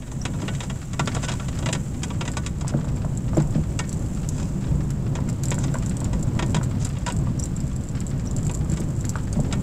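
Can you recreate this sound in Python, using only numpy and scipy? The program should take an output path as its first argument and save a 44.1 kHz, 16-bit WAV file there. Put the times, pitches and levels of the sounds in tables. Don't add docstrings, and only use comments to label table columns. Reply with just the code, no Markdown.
import sys
import numpy as np
from scipy import signal
from scipy.fft import rfft, irfft, next_fast_len
from scipy.io import wavfile
from scipy.ndimage import uniform_filter1d

SR = 44100
rng = np.random.default_rng(int(sys.argv[2]) if len(sys.argv) > 2 else 0)


def transcribe(signal):
    frames = np.atleast_2d(signal).T
    limited = np.clip(frames, -1, 1)
    pcm = np.round(limited * 32767).astype(np.int16)
    wavfile.write(sys.argv[1], SR, pcm)


N = 424241


def from_db(db):
    return np.exp(np.asarray(db) * (np.log(10) / 20))


def rms_one(x):
    return x / np.sqrt(np.mean(x ** 2) + 1e-20)


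def gains_in_time(rows):
    times, *columns = np.transpose(rows)
    return [from_db(np.interp(np.arange(N) / SR, times, column)) for column in columns]


def add(track, s, sound):
    start = int(np.clip(round(s * SR), 0, N - 1))
    track[start:start + len(sound)] += sound[:N - start]


def clock(size=8192):
    return np.arange(size) / SR


def drift(rate):
    knots = rng.standard_normal(4096)
    return rms_one(np.interp(np.arange(N) / SR * rate, np.arange(len(knots)), knots))


def colour(x, spectrum):
    size = 2 * next_fast_len(N // 2 + 4096)
    hz, db = np.transpose(spectrum)
    grid = np.maximum(np.fft.rfftfreq(size, 1 / SR), 1)
    gain = from_db(np.interp(np.log(grid), np.log(hz), db))
    cepstrum = irfft(np.log(gain))
    cepstrum[1:size // 2] *= 2
    cepstrum[size // 2 + 1:] = 0
    return irfft(rfft(x, size) * np.exp(rfft(cepstrum)))[:N]


def band(x, low_hz, high_hz):
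    sos = signal.butter(3, [low_hz, high_hz], "band", fs=SR, output="sos")
    return signal.sosfilt(sos, x)


def resonance(x, hz, width):
    r = np.exp(-np.pi * width / SR)
    zeros = np.array([1, 0, -1]) * (1 - r * r) / 2
    poles = [1, -2 * r * np.cos(2 * np.pi * hz / SR), r * r]
    return signal.lfilter(zeros, poles, x + 1e-18)


def grains(per_s, spread_db):
    sizes = from_db(spread_db * np.minimum(rng.exponential(1, N), 4))
    return (rng.random(N) < per_s / SR) * sizes * rng.choice([-1, 1], N)


def chatter(low_hz, high_hz, rise, t60, hold=0):
    t = clock(size=4096)
    shape = (1 - np.exp(-t / rise)) * from_db(-60 * np.maximum(t - hold, 0) / t60)
    burst = band(rng.standard_normal(len(t)) * shape, low_hz, high_hz)
    return burst / np.linalg.norm(burst) * np.linalg.norm(shape) / shape.max() / 2


def jolts(blows, t60):
    power, t = np.zeros(N), clock(size=32768)
    for s, db, *_ in blows:
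        add(power, s, from_db(db - 60 * t / t60) ** 2)
    return np.sqrt(power)


def cabin(x, t60, wet_db):
    t = clock()
    echoes = rng.standard_normal(len(t)) * from_db(-60 * t / t60) * (t > .0015)
    return x + from_db(wet_db) * signal.oaconvolve(x, echoes / np.linalg.norm(echoes))[:N]


# [t/s, level/dB]
TRACK_ROUGHNESS = [(0.0, -35), (0.32, -27), (0.92, -32), (1.04, -25.5), (1.44, -32), (1.64, -23.5),
                   (1.76, -30.5), (2.24, -25.5), (2.4, -31.2), (2.88, -26), (3.04, -28), (6.6, -24),
                   (6.92, -28.5), (7.28, -25.5), (7.72, -28), (8.88, -25.5), (9.12, -26.5), (9.6, -25)]
# [t/s, level/dB]
SWAY_LEVEL = [(0, -34), (.9, -35), (1.6, -33.5), (3.0, -30.5), (6.0, -29.5), (9.62, -29)]
# [f/Hz, level/dB per Hz]
SWAY_SPECTRUM = [(10, -7), (22, 1.5), (32, -4.5), (42, -2.5), (56, 4.5), (70, 1.5), (90, -3), (200, -59)]
BOOM_SPECTRUM = [(30, -18.5), (60, -20.5), (80, -12), (100, 0.5), (116, -2), (135, 3.5), (160, -2.5),
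                 (195, -4), (225, -11.5), (255, -8), (295, -22), (600, -68)]
ROAR_SPECTRUM = [(120, -20), (240, -4), (295, -1), (330, -0.5), (420, -8.5), (560, -8.5), (720, -15),
                 (1000, -17), (1500, -28.5), (4000, -60)]
ROAR_DB = -12.5
JOLT_BOOM_DB, JOLT_ROAR_DB, JOLT_T60_S = -13, -17.5, 0.31


def rumble(boom_db=0.5, lumps_db=1.0, lumps_per_s=14):
    sway, = gains_in_time(SWAY_LEVEL)
    ride, = gains_in_time(TRACK_ROUGHNESS)
    shake = jolts([*CLACKS, *THUMPS], JOLT_T60_S)
    boom = np.hypot(from_db(boom_db) * ride, from_db(JOLT_BOOM_DB) * shake)
    roar = np.hypot(from_db(ROAR_DB) * ride, from_db(JOLT_ROAR_DB) * shake)
    lumps = from_db(lumps_db * drift(rate=lumps_per_s))
    out = np.zeros(N)
    for spectrum, gain in [(SWAY_SPECTRUM, sway), (BOOM_SPECTRUM, boom), (ROAR_SPECTRUM, roar)]:
        out += gain * rms_one(colour(rng.standard_normal(N), spectrum))
    return lumps * out


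# [t/s, crunch level/dB, fine hiss level/dB]
ROAD_SURFACE = [(0.0, -55.5, -49.5), (0.53, -52.5, -43.5), (0.96, -50.5, -47.5), (1.15, -43.5, -43.5),
                (1.79, -52.5, -45.5), (2.33, -50.5, -48), (2.71, -51, -52), (4.23, -50.5, -46.5),
                (5.17, -50, -52.5), (5.63, -46.5, -48.5), (6.11, -48, -50.5), (8.01, -49, -52.5),
                (8.6, -51, -51), (9.62, -49, -48.5)]
# [f/Hz, level/dB per Hz]
CRUNCH_SPECTRUM = [(400, -6), (800, 6.5), (980, -26), (1100, 5), (1450, 5), (1900, 1.5), (2900, -2.5),
                   (3700, -5.5), (4300, -6), (5200, -4.5), (7000, -15.5), (15000, -50)]
HISS_SPECTRUM = [(3000, -8), (4800, -17.5), (6200, -4.5), (6900, -2), (7300, 3), (7800, 2), (8250, -4.5),
                 (9000, -9.5), (10500, -15.5), (13000, -19), (15500, -21)]
CRUSH_DB, CRUSH_T60_S = -29, 0.25


def gravel(crunch_db=-0.5, hiss_db=-2.5, grind_s=0.0059, smooth_share=0.63):
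    crunch, hiss = gains_in_time(ROAD_SURFACE)
    crunch = np.hypot(crunch, from_db(CRUSH_DB) * jolts(THUMPS, CRUSH_T60_S))
    hits = grains(per_s=240, spread_db=8.5) ** 2
    power = signal.lfilter([1], [1, -np.exp(-1 / (grind_s * SR))], hits)
    stones = rng.standard_normal(N) * np.sqrt(power / power.mean() + smooth_share)
    sand = rng.standard_normal(N) * from_db(1.8 * drift(rate=300))
    crunching = from_db(crunch_db) * crunch * rms_one(colour(stones, CRUNCH_SPECTRUM))
    hissing = from_db(hiss_db) * hiss * rms_one(colour(sand, HISS_SPECTRUM))
    return crunching + hissing


CLACKS = [(0.0213, -36, -5, -15), (0.1146, -38.5, 0.5, 1), (0.2518, -17.5, -11, -8),
          (0.3351, -35.5, -4, -16), (0.417, -29.5, -7, -12), (0.4795, -20, -6.5, -15),
          (0.5488, -29, -23, -7), (0.604, -22, -10, -9), (0.6308, -31, -4, -14), (0.6978, -26, -5, -6.5),
          (0.9313, -28.5, -8, -5), (0.9935, -15, -5, -8.5), (1.073, -17, -5.5, -10.5),
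          (1.1473, -27.5, -1.5, 1.5), (1.1635, -26, 1, -22), (1.2332, -26.5, -0.5, -9),
          (1.2424, -24.5, -12, -5), (1.2834, -21.5, -8, -6), (1.292, -22.5, -5, -7),
          (1.3164, -24.5, -10, -6), (1.3965, -28, -3, -9), (1.482, -28, -6, -4.5), (1.5866, -32, -2.5, 1),
          (1.624, -29.5, -4, -9), (1.6589, -17.5, -10, -10), (1.6866, -20, -7, -12),
          (1.727, -16, -24, -1.5), (1.7487, -22, -10, -8), (2.0319, -21.5, -11, -2.5),
          (2.1024, -28.5, -5, -11), (2.209, -19.5, -9, -13), (2.2517, -28.5, -8, -7), (2.2765, -23, -8, -9),
          (2.368, -20.5, -5.5, -3), (2.4616, -22, -27, -3.5), (2.609, -31.5, -3.5, -2), (3.3996, -37, 5, 1),
          (3.79, -18.5, -5, -3.5), (4.6392, -34.5, -7, -15), (5.1524, -26.5, -5, -8.5),
          (5.515, -18.5, -8.5, -12), (5.638, -27.5, -5, -3.5), (6.13, -33.5, 0, -0.5),
          (6.3902, -18, -8.5, -11.5), (6.4238, -21, -7, -11), (6.5444, -17.5, -4.5, -7),
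          (6.5644, -24, -3.5, -8), (6.8495, -35.5, -1, 8), (6.967, -32, -8, -15), (7.0627, -20, -9.5, -6),
          (7.0784, -23.5, -4, -13), (7.0989, -25, -8, -8), (8.4938, -28, -8, -7), (8.771, -31.5, -5, -3),
          (9.5251, -20.5, -7.5, -5)]
# [f/Hz, width/Hz, level/dB]
PANEL_MODES = [(534, 19, -16), (648, 17, -2), (970, 44.4, 8.5), (1149, 34, 7), (1368, 39, 3.5),
               (1483, 15, 8.5), (1841, 13, 5.5), (1962, 50, 2.5), (2240, 14, 4), (2514, 200, -1.5),
               (2810, 120, -0.5), (3275, 87, 3.5), (3730, 37, -5.5), (5060, 380, -8.5), (5740, 53, -15),
               (6170, 730, 0), (7060, 650, -5)]
# [f/Hz, level/dB]
CLACK_COLOUR = [(300, 2), (600, 5.5), (1500, -3.5), (3300, -5.5), (3900, -1.5), (4300, -9.5), (4900, -1),
                (5800, -4.5), (7600, 3), (8600, -4), (10000, -15.5), (15000, -34)]


def clacks(hollow_db=-0.5, middle_db=-1.5, bright_db=4.0, spot_db=3.0, rise_s=0.00072):
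    blows = scrapes()
    for s, db, hollow, bright in [*CLACKS, *rattles()]:
        low = chatter(370, 1780, rise_s, t60=0.058, hold=0.0072)
        middle = chatter(1530, 4010, rise_s, t60=0.061, hold=0.0024)
        high = chatter(3400, 15300, rise_s, t60=0.057, hold=0.002)
        add(blows, s, from_db(db + hollow + hollow_db) * low)
        add(blows, s, from_db(db + middle_db) * middle)
        add(blows, s, from_db(db + bright + bright_db) * high)
    ringing = np.zeros(N)
    for hz, width, db in PANEL_MODES:
        strength = from_db(db + spot_db * drift(rate=14))
        ringing += resonance(blows * strength, hz, width)
    return colour(blows + ringing, CLACK_COLOUR)


THUMPS = [(0.424, -23, 1, -1), (2.72, -40, 5.5, 15), (2.738, -19.5, 10.5, 4), (3.368, -11.5, 5, 2),
          (3.547, -21.5, 12, 1), (3.579, -25.5, 11, 3), (6.423, -25, 8, 4), (6.545, -23, 13, -11),
          (7.216, -26.5, -8, -17), (8.714, -23, 9, -15), (8.793, -22.5, -4, -4.5), (9.358, -24.5, 15.5, -4),
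          (9.389, -26.5, 14.5, 10.5)]
# [f/Hz, level/dB, t60/s]
BODY_MODES = [
    [(154.7, -1.5, 0.19), (210, -4, 0.16)],
    [(326, 11.5, 0.09), (395, 0.5, 0.078)],
    [(494, -4, 0.067), (599, 3.5, 0.042), (762, 1.5, 0.02)],
]


def thumps(deep_db=0.0, middle_db=-6.5, upper_db=-1.5, build_cycles=2.3):
    out, t = np.zeros(N), clock()
    for s, db, deep, upper in THUMPS:
        parts_db = (deep + deep_db, middle_db, upper + upper_db)
        for modes, part in zip(BODY_MODES, parts_db):
            for hz, mode_db, t60 in modes:
                pitch = hz * (1 + 0.042 * rng.standard_normal())
                build = 1 - np.exp(-(hz * t / build_cycles) ** 2)
                decay = from_db(db + part + mode_db - 60 * t / t60)
                add(out, s, decay * build * np.sin(2 * np.pi * pitch * t))
    return out


# [t/s,
# level/dB, f/Hz]
POPS = [(2.647, -26.5, 890), (2.738, -28, 1380), (2.789, -31, 902), (2.845, -29, 902), (2.873, -33, 1380),
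        (3.047, -23.5, 902), (3.333, -24, 1200), (3.369, -26, 950), (5.188, -24, 982), (5.582, -27, 1460),
        (5.744, -20.5, 1460), (5.754, -20, 980), (6.017, -25, 960), (6.613, -24.5, 1330), (7.271, -27, 956),
        (9.156, -19, 1340)]


def pops(ring_db=1.0, snap_db=1.0, ring_t60=0.011):
    out, t = np.zeros(N), clock(size=2048)
    for s, db, hz in POPS:
        decay = from_db(db + ring_db - 60 * t / ring_t60)
        add(out, s, decay * np.sin(2 * np.pi * hz * t))
        add(out, s, from_db(db + snap_db) * chatter(400, 1300, rise=0.00011, t60=0.014))
    return cabin(out, t60=0.12, wet_db=-5.5)


TICKS = [(0.9924, -32, -20), (1.0585, -31, -17), (1.074, -29, -24), (1.147, -31, -21), (2.3164, -24, -29),
         (2.6795, -24, -19.5), (3.1738, -25, -27), (3.3704, -29.5, -18), (3.4216, -31, -26),
         (3.8926, -29, -18.5), (3.928, -23.5, -23), (4.2885, -19.5, -22.5), (4.9044, -34.5, -13.5),
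         (5.2983, -29.5, -20), (5.435, -30, -10), (5.4548, -26, -19), (5.4837, -24, -22),
         (5.5057, -23, -19), (5.5872, -22, -25), (5.785, -26, -27), (5.8611, -26, -23),
         (5.8952, -22, -25.5), (5.9682, -25, -26), (6.0033, -23.5, -26), (6.044, -22, -26.5),
         (6.2257, -30.5, -30), (6.4622, -28.5, -23), (6.6383, -27, -22), (6.8482, -18.5, -24),
         (6.8902, -31, -22), (7.0873, -27, -22), (7.1224, -22.5, -25), (7.188, -32, -25.5),
         (7.397, -28.5, -15.5), (7.4375, -20.5, -25.5), (7.456, -23, -21.5), (7.5642, -29, -23.5),
         (7.6031, -27, -23), (7.7626, -30, -24), (7.887, -26.5, -29), (8.0661, -22.5, -29),
         (8.311, -23.5, -31), (8.3844, -25, -31), (8.467, -22, -26), (8.5132, -23.5, -26),
         (8.5437, -23, -32), (8.6981, -27.5, -23), (8.8036, -23.5, -23.5), (9.0089, -24, -28),
         (9.0516, -20, -27.5), (9.0928, -17, -21.5), (9.3283, -22, -19.5)]
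# [f/Hz, level/dB]
CRACK_COLOUR = [(1500, -6), (3500, 4), (5500, 12.5), (6400, 13.5), (7400, 22), (9300, 7), (11200, 4),
                (13000, -2), (15000, -8)]
# [t/s, level/dB]
GRIT_LEVEL = [(0, -56), (2.1, -38), (3.4, -42), (4.0, -35.5), (4.8, -46.5), (5.6, -36), (7.3, -40.5),
              (8.0, -37), (8.6, -34.5), (9.62, -41)]
TICK_HZ, TICK_SCATTER_HZ = 7467, 171


def ticks(ring_db=-3.0, crack_db=14.0, grit_db=-7.0, grit_ring_db=24, grit_crack_db=2.0, fall=0.045):
    rings, cracks = np.zeros(N), np.zeros(N)
    age = clock(size=512) / .0009
    swell = (age * np.exp(1 - age)) ** 2
    for s, db, crack in TICKS:
        hz = TICK_HZ + TICK_SCATTER_HZ * rng.standard_normal()
        phase = 2 * np.pi * np.cumsum(hz * (1 + fall * (1.3 - age))) / SR
        add(rings, s, from_db(db + ring_db) * swell * np.sin(phase))
        noise = rng.standard_normal(len(age)) / 2
        add(cracks, s, from_db(db + crack + crack_db) * swell * noise)
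    grit, = gains_in_time(GRIT_LEVEL)
    small = grains(per_s=45, spread_db=4.5) * grit * from_db(grit_db)
    small_rings = resonance(resonance(small, TICK_HZ, 1000), TICK_HZ, 1000)
    rings += from_db(grit_ring_db) * small_rings
    cracks += from_db(grit_crack_db) * small
    return cabin(rings + colour(cracks, CRACK_COLOUR), t60=0.051, wet_db=-4)


# [t/s, level/dB, f/Hz]
SQUEAKS = [(0.214, -29, 5700), (3.347, -39, 5600), (7.391, -30.5, 5700), (7.427, -28.5, 5770),
           (8.271, -31.5, 5820)]


def squeaks(length_s=0.0072, glide=0.063, rough=0.018):
    out, t = np.zeros(N), clock(size=1024)
    progress = np.minimum(t / length_s, 1)
    for s, db, hz in SQUEAKS:
        wobble = rough * rms_one(uniform_filter1d(rng.standard_normal(len(t)), size=30))
        phase = 2 * np.pi * np.cumsum(hz * (1 + glide * (progress - .5) + wobble)) / SR
        add(out, s, from_db(db) * np.sin(np.pi * progress) * np.sin(phase))
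    return cabin(out, t60=0.064, wet_db=-4.5)


# [t/s, length/s, level/dB]
SCRAPES = [(0.392, 0.05, -47), (0.6, 0.081, -44.5), (1.134, 0.051, -48), (1.202, 0.072, -38),
           (1.293, 0.094, -44), (2.659, 0.068, -40.5), (4.252, 0.3, -48), (5.573, 0.097, -44),
           (6.788, 0.065, -39)]


def scrapes(judder_db=4.0):
    pressure = np.zeros(N)
    for s, length, db in SCRAPES:
        add(pressure, s, from_db(db) * np.hanning(int(length * SR)))
    judder = from_db(judder_db * drift(rate=280))
    rasp = rms_one(band(rng.standard_normal(N), 330, 13500))
    return pressure * judder * rasp


RATTLES_PER_S, RATTLE_DB, RATTLE_HOLLOW_DB, RATTLE_BRIGHT_DB = 2.0, -43, -2, -4


def rattles(count=64):
    times = np.cumsum(rng.exponential(1, count)) / RATTLES_PER_S
    return [(s, RATTLE_DB, RATTLE_HOLLOW_DB, RATTLE_BRIGHT_DB) for s in times if s < N / SR]


def scene():
    mix = rumble() + gravel() + clacks() + thumps() + pops() + ticks() + squeaks()
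    return mix[None]


def record(dry):
    sos = signal.ellip(10, .2, 80, 15550, fs=SR, output="sos")
    return signal.sosfilt(sos, dry)


dry = scene()
out = record(dry)
transcribe(out)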